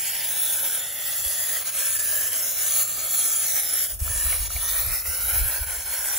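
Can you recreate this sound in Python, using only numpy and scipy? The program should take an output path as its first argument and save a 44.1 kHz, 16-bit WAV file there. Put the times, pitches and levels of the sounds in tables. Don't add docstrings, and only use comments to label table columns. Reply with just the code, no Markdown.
import sys
import numpy as np
from scipy import signal
from scipy.fft import rfft, irfft, next_fast_len
from scipy.io import wavfile
from scipy.ndimage import uniform_filter1d, map_coordinates

SR = 44100
rng = np.random.default_rng(int(sys.argv[2]) if len(sys.argv) > 2 else 0)


def wav_out(sig):
    wavfile.write(sys.argv[1], SR, np.round(np.clip(np.atleast_2d(sig).T, -1, 1) * 32767).astype(np.int16))


N = 272538

# time in seconds, level in dB.
GARDEN_LEVEL = [(0, -54.5), (1.3, -59), (3, -55.5), (6.18, -61)]
# frequency in Hz, relative density in dB per Hz.
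GARDEN_SPECTRUM = [(60, -11), (100, 2), (160, -2), (220, -7), (310, -6.5), (450, -10), (700, -12),
                   (2000, -22), (8000, -92)]
# time in seconds, level in dB.
HUM_LEVEL = [(0, -76), (.9, -77), (1.2, -59), (1.7, -69), (2.05, -57.5), (2.7, -64), (2.97, -56),
             (3.1, -70), (3.53, -57.5), (3.8, -82)]
# start in seconds, end in seconds, pitch in Hz, level in dB.
FAR_TONE = (0.4, .72, 306, -67)
# time in seconds, level in dB.
WIND_LEVEL = [(0, -68), (.6, -59.5), (.9, -65.5), (1.2, -57), (1.6, -61), (3.7, -61.5), (3.82, -58),
              (3.89, -45), (3.99, -36), (4.29, -36.5), (4.36, -39), (4.42, -34.5), (4.65, -43),
              (4.93, -34.5), (5.04, -52), (5.1, -35), (5.19, -45), (5.45, -28.5), (5.53, -46),
              (5.61, -37.5), (5.9, -52.5), (6.18, -55)]
# frequency in Hz, relative density in dB per Hz.
WIND_SPECTRUM = [(15, -40), (25, -14), (40, 0), (55, 4), (80, -1.5), (120, -19), (170, -24.5), (260, -53),
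                 (400, -90)]
# centre in seconds, peak of the swell in dB, pitch in Hz.
THUMPS = [(1.268, -33, 58.4), (4.024, -17.5, 68.4), (4.107, -25, 75), (4.267, -24, 55.3),
          (4.408, -23.5, 54), (4.56, -25, 66), (4.877, -27, 76), (5.362, -29, 60.5), (5.419, -21.5, 56),
          (5.457, -23, 69), (5.621, -30.5, 58.6)]
# start in seconds, peak of the ring in dB, ring in Hz.
TICKS = [(4.078, -30.5, 1340), (4.2642, -32, 1340), (4.3266, -23.5, 2200), (4.504, -32, 1330),
         (4.5634, -24.5, 2280), (5.0569, -33, 1960)]
# time in seconds, level of the hiss in dB, of the patter in dB,
# of the low body in dB, weight of the lower hiss in dB.
FLOW = [(0, -26.5, -37.5, -50, 5), (.2, -24.5, -33.5, -46.5, -2.5), (.45, -24.5, -41, -48.5, -1.5),
        (.65, -21, -36, -45, -0.5), (.95, -27.5, -37.5, -50, -1), (1.3, -22.5, -36.5, -49.5, 0.5),
        (1.7, -25, -37.5, -49, 0), (2.05, -19.5, -37, -49.5, -1), (2.4, -22.5, -38, -48.5, 4),
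        (2.75, -21.5, -37.5, -48, 3.5), (3.05, -22.5, -36.5, -45.5, 4.5), (3.3, -20.5, -38, -47.5, 2.5),
        (3.7, -23.5, -37, -50, 2.5), (3.85, -21.5, -36, -49, 0.5), (3.97, -31, -49.5, -56.5, -1.5),
        (4.08, -25, -40, -47.5, 4), (4.32, -21, -36.5, -49, -6.5), (4.5, -25.5, -39.5, -49, 1),
        (4.85, -24, -37.5, -47.5, -3), (5.05, -24, -38, -49.5, -3), (5.45, -23.5, -37, -46.5, -6.5),
        (5.8, -25.5, -37.5, -46.5, 0.5), (6.18, -25, -37.5, -46, 1)]
# frequency in Hz, relative density in dB per Hz.
HISS_SPECTRUM = [(3500, -26), (5000, -14.5), (6200, -8), (7400, -2.5), (8000, -0.5), (9200, -1), (11000, 1),
                 (12500, -2), (15700, 0.5)]
PATTER_SPECTRUM = [(600, -40), (900, -3), (1500, 0), (2600, 1), (3300, 1.5), (4500, -0.5), (6000, -4),
                   (8000, -54)]
BODY_SPECTRUM = [(250, -24), (420, -6), (580, 2.5), (720, 0.5), (950, 2), (1200, -12), (1600, -41)]
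# least flow at seconds, depth in dB, time constant of the sag in
# seconds, time constant of the return in seconds.
FALTERS = [(.935, 3.5, .014, 0.013), (1.64, 10.5, 0.0083, .013), (1.71, 7, 0.0052, 0.033),
           (1.988, 6, 0.013, 0.0019), (2.3, 5.5, 0.014, 0.014), (2.836, 5, 0.0026, 0.073),
           (3.61, 4, 0.005, 0.066), (3.88, 7, 0.021, 0.024), (3.989, 15, 0.027, 0.003),
           (4.485, 10.5, .0044, 0.013), (5.031, 9, 0.027, 0.027), (5.59, 5, 0.0077, 0.021),
           (5.66, 9.5, 0.013, 0.013), (5.845, 5, 0.017, 0.0065)]
# time in seconds, distance in metres.
NOZZLE_DISTANCE = [(0, .1), (1.7, .08), (2.3, .1), (3, .075), (3.6, .098), (4.5, .08), (5.5, .11),
                   (6.18, .1)]
# path as a multiple of that distance, mean echo level in dB.
ENGINE_ECHOES = [(.6, -14), (1, -11), (1.5, -12), (2.3, -13)]
# time in seconds, centre in Hz, lift in dB.
LAWN_NOTCH = [(0, 1150, -8), (1, 1010, -10), (1.6, 910, -6.5), (1.9, 840, -18), (2.4, 920, -17),
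              (3, 976, -12), (3.7, 990, -14.5), (4.1, 800, -10), (4.7, 860, -8.5), (5.5, 1090, 2),
              (6.18, 1100, -1)]
# time in seconds, centre in Hz, lift in dB.
FACE_NOTCH = [(0, 3850, -10), (.2, 3900, 0), (.45, 4770, -5), (1.7, 4860, -5), (1.95, 4960, -17),
              (2, 3200, -7), (2.3, 3870, -4), (2.7, 5430, -9), (2.95, 5840, -6), (3.5, 3540, -3.5),
              (3.9, 4200, -7), (4.5, 3200, -3), (4.65, 2580, -1), (5.08, 3460, -12), (5.55, 3420, -5.5),
              (6.18, 3850, -5)]
# start in seconds, end in seconds, centre in Hz, lift in dB.
FIN_GAPS = [(.25, .9, 3490, 6), (0.473, 0.794, 1550, 6), (.82, 1.62, 2260, -5), (2.3, 3.9, 2590, -5),
            (2.6, 3.5, 3080, -3), (.82, 1.62, 1920, 5), (.9, 1.6, 3300, 3), (1.07, 1.57, 4900, 11),
            (1.802, 2.292, 1720, 9), (2.05, 2.45, 3100, 6.5), (2.55, 3.4, 1280, 3), (2.75, 3.24, 4310, 7),
            (3.052, 3.45, 3360, 6.5), (2.605, 3.3, 6250, 3), (3.495, 3.9, 3880, 4),
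            (4.057, 4.278, 1735, 10.5), (4.307, 4.62, 2270, 1), (5.066, 6.167, 1487, 9.5),
            (4.95, 5.2, 5600, 6), (5.2, 6.05, 4760, -12), (5.3, 6.18, 1890, 5.5)]
# start in seconds, end in seconds, one band in Hz, spacing in Hz, stretch factor by the end, echo in dB.
COMBS = [(0, 0.284, 2340, 2380, 1.14, -8), (0, 0.307, 3280, 1430, 0.99, -12),
         (0.288, 0.835, 3620, 2000, 0.9, -12), (.3, 0.832, 2680, 1030, 0.84, -15),
         (0.817, 1.63, 3210, 1480, 1.02, -7), (0.827, 1.63, 2820, 780, .9, -11),
         (1.63, 2.404, 3050, 840, 1.4, -13), (2.4, 2.7, 3190, 580, 1.15, -11),
         (2.7, 3.45, 3320, 966, 1.01, -11.5), (2.702, 3.45, 2820, 507, 0.95, -10),
         (3.45, 3.97, 2100, 1830, 0.83, -7), (3.97, 4.6, 2890, 538, 0.99, -10),
         (4.614, 5.12, 3580, 2380, 1.58, -5.5), (4.6, 5.104, 2953, 577, 1.093, -6),
         (5.1, 5.6, 2850, 762, 1.22, -6.5), (5.6, 6.18, 3060, 730, 0.93, -13),
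         (5.6, 6.18, 3290, 884, 1.03, -15)]
# frequency in Hz, right against left in half turns.
CHANNEL_PHASE = [(100, .05), (700, .2), (1500, .08), (2300, 0), (5000, 0), (6400, .2), (7300, .45),
                 (8150, 1), (8950, 1), (10400, 2), (11600, 2), (12850, 3), (13850, 3), (15200, 4),
                 (17000, 4)]
# frequency in Hz, mixing angle of the unlike part in half radians.
CHANNEL_DIFFERENCE = [(100, 0.1), (800, 0.46), (1500, 0.22), (2300, 0.015), (3200, 0.14), (4300, 0.38),
                      (5300, 0.8), (6500, 0.25), (9000, 0.53), (15000, 0.29)]

HUM_HZ, HUM_WAVER_HZ = 96, 1.97
THUMP_CYCLES = 0.65
TICK_RISE_S, TICK_T60_S = .001, 0.018
FADE_S = 0.073
LAWN_WIDTH_HZ, FACE_WIDTH_HZ, GAP_WIDTH_HZ = 116, 274, 137
COMB_LOW_HZ, COMB_TOP_HZ = 895, 5370
SOUND_SPEED_M_S = 343
TOP_HZ = 15750
HOP = 256
HZ = np.fft.rfftfreq(4 * HOP, 1 / SR)[:, None]
TIMES = np.arange(N // HOP + 3) * HOP / SR


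def amp(db):
    return 10 ** (np.asarray(db) / 20)


def unit(x):
    return x / np.sqrt(np.mean(np.abs(x) ** 2) + 1e-20)


def along(points, hz):
    f, v = np.transpose(points)
    return np.interp(np.log(hz + 1), np.log(f + 1), v)


def curves(rows, at):
    s, *columns = np.transpose(rows)
    return [np.interp(at, s, column) for column in columns]


def wobble(rate, at):
    knots = rng.standard_normal(int(at[-1] * rate) + 4)
    return map_coordinates(knots, [at * rate])


def bump(hz, centre, width):
    return np.exp(-((hz - centre) / width) ** 2)


def patches(bins, frames):
    field = rng.standard_normal((len(HZ), len(TIMES)))
    for _ in range(2):
        field = uniform_filter1d(field, size=bins, axis=0)
        field = uniform_filter1d(field, size=frames, axis=1)
    return unit(field)


def shaped(x, gain):
    z = signal.stft(x, nperseg=4 * HOP, noverlap=3 * HOP)[2]
    z = z * gain[..., :z.shape[-1]]
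    return signal.istft(z, nperseg=4 * HOP, noverlap=3 * HOP)[1][..., :N]


def filtered(x, response):
    m = next_fast_len(N + SR // 4)
    return irfft(rfft(x, m) * response(np.fft.rfftfreq(m, 1 / SR)), m)[..., :N]


def air(points, unlike):
    noise = rng.standard_normal((2, N))
    mid, side = filtered(noise, lambda hz: amp(along(points, hz)))
    return unit(np.array([mid + unlike * side, mid - unlike * side]))


def garden():
    level_db, = curves(GARDEN_LEVEL, np.arange(N) / SR)
    return amp(level_db) * air(GARDEN_SPECTRUM, unlike=0.42)


def hum():
    at = np.arange(N) / SR
    start, end, tone_hz, tone_db = FAR_TONE
    on = np.clip(np.minimum(at - start, end - at) / FADE_S, 0, 1)
    tone = on * amp(tone_db + 2.5 * wobble(5.2, at)) * np.sin(2 * np.pi * tone_hz * at)
    hz = HUM_HZ + HUM_WAVER_HZ * wobble(3, at)
    hum_db = curves(HUM_LEVEL, at)[0] + 1.5 * wobble(7.2, at)
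    low = amp(hum_db) * np.sin(2 * np.pi * np.cumsum(hz) / SR)
    return np.sqrt(2) * (low + tone)


def wind():
    at = np.arange(N) / SR
    gust_db, = curves(WIND_LEVEL, at)
    lead = np.array([[.3], [-.3]])
    thumps = 0
    for s, db, hz in THUMPS:
        swell = np.exp(-((at - s) * hz / THUMP_CYCLES) ** 2)
        thumps = thumps + amp(db) * swell * np.cos(2 * np.pi * hz * (at - s) + lead)
    return amp(gust_db + 2.0 * wobble(29, at)) * air(WIND_SPECTRUM, unlike=0.48) + thumps


def trigger():
    out = np.zeros(N + SR)
    t = np.arange(SR // 20) / SR
    for s, db, hz in TICKS:
        ring = np.sin(2 * np.pi * hz * t) * amp(-60 * t / TICK_T60_S) * (1 - np.exp(-t / TICK_RISE_S))
        knock = 0.31 * np.sin(2 * np.pi * 700 * t) * amp(-60 * t / 0.049)
        crack = rng.standard_normal(len(t)) * amp(-60 * t / 0.0066)
        tick = ring / np.abs(ring).max() + knock + crack
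        out[round(s * SR):][:len(t)] += amp(db) * tick
    return out[:N]


def droplets(rate, spread_db, share):
    hits = (rng.random(N) < rate / SR) * amp(spread_db * rng.standard_normal(N))
    swell = np.convolve(hits, np.hanning(round(0.00074 * SR)), "same")
    return unit(rng.standard_normal((2, N)) * (1 - share + share * unit(swell)))


def choke():
    at = np.arange(N) / SR
    sputter_db = 1.16 * wobble(6, at) + 0.7 * wobble(18, at) + .5 * wobble(60, at)
    falter_db, spit = 0, 0
    for s, db, sag, back in FALTERS:
        falter_db = falter_db + db * np.exp(-np.abs(at - s) / np.where(at < s, sag, back))
        if back < .0035:
            burst = s + .004
            spit = spit + (at > burst) * np.exp(-np.abs(at - burst) / 0.021)
    spit_db = (0.28 + 4 * wobble(190, at)) * spit
    return amp(sputter_db + spit_db - falter_db)


def reflected_colour():
    def on(start, end):
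        return np.clip(np.minimum(TIMES - start, end - TIMES) / FADE_S + .5, 0, 1)

    lift = 0
    for notch, width in (LAWN_NOTCH, LAWN_WIDTH_HZ), (FACE_NOTCH, FACE_WIDTH_HZ):
        hz, db = curves(notch, TIMES)
        lift = lift + db * bump(HZ, hz, width)
    band = np.exp(-(HZ / COMB_TOP_HZ) ** 4) / (1 + (COMB_LOW_HZ / (HZ + 1)) ** 6)
    for start, end, hz, spacing, stretch, db in COMBS:
        slid = HZ / np.interp(TIMES, [start, end], [1, stretch])
        echo = amp(db) * band * on(start, end)
        ripple = np.cos(2 * np.pi * (slid - hz) / spacing)
        lift = lift + 10 * np.log10(1 + echo ** 2 + 2 * echo * ripple + 1e-3)
    for start, end, hz, db in FIN_GAPS:
        lift = lift + db * on(start, end) * bump(HZ, hz, GAP_WIDTH_HZ)
    return lift


def engine_echoes():
    delay = 2 * curves(NOZZLE_DISTANCE, TIMES)[0] / SOUND_SPEED_M_S
    echoes = 0
    for multiple, db in ENGINE_ECHOES:
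        level = amp(db + 2.65 * wobble(4.97, TIMES))
        path_delay = delay * multiple * (1 + 0.053 * wobble(4, TIMES))
        echoes = echoes + level * np.exp(-2j * np.pi * HZ * path_delay)
    return unit(1 + echoes * np.clip(HZ / 7000, 0, 1) ** 2)


def spray():
    def layer(points, lift_db, level_db):
        gain = amp(along(points, HZ) + lift_db)
        return gain / np.sqrt(np.mean(gain ** 2, axis=0)) * amp(level_db)

    hiss_db, patter_db, body_db, weight_db = curves(FLOW, TIMES)
    lift = reflected_colour()
    hiss = layer(HISS_SPECTRUM, lift + weight_db * bump(HZ, 6800, 1300), hiss_db)
    patter = layer(PATTER_SPECTRUM, lift, patter_db)
    body = layer(BODY_SPECTRUM, lift, body_db)
    colour = np.sqrt(hiss ** 2 + patter ** 2 + body ** 2)
    patchy_db = 2.7 * np.clip(HZ / 5500, .3, 1) * patches(bins=3, frames=7)
    patchy_db = patchy_db + 0.72 * patches(bins=60, frames=3) + 1.7 * patches(bins=2, frames=40)
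    mist = droplets(rate=1100, spread_db=2.0, share=0.14)
    return choke() * shaped(mist, colour * engine_echoes() * amp(patchy_db))


def stereo_phase(common, unlike):
    turn = np.pi * along(CHANNEL_PHASE, np.abs(HZ + 170 * patches(bins=18, frames=5)))
    loose = np.clip(along(CHANNEL_DIFFERENCE, HZ) * amp(3 * patches(bins=12, frames=12)), 0, 1.5)
    loose = loose * np.where(HZ > 7000, np.abs(np.sin(turn)), 1)
    tilt = amp(-2.5 * bump(HZ, 5300, 900))
    sides = []
    for sign in (-1, 1):
        phase = np.exp(sign * .5j * turn)
        shared = shaped(common, np.cos(loose / 2) * phase * tilt ** -sign)
        own = shaped(unlike, np.sin(loose / 2) * 2 * phase)
        sides.append(shared + sign * own)
    return np.array(sides)


def scene():
    common, unlike = spray()
    near = stereo_phase(common + trigger(), unlike)
    return near + wind() + hum() + garden()


def record(dry):
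    return filtered(dry, lambda hz: hz < TOP_HZ)


dry = scene()
out = record(dry)
wav_out(out)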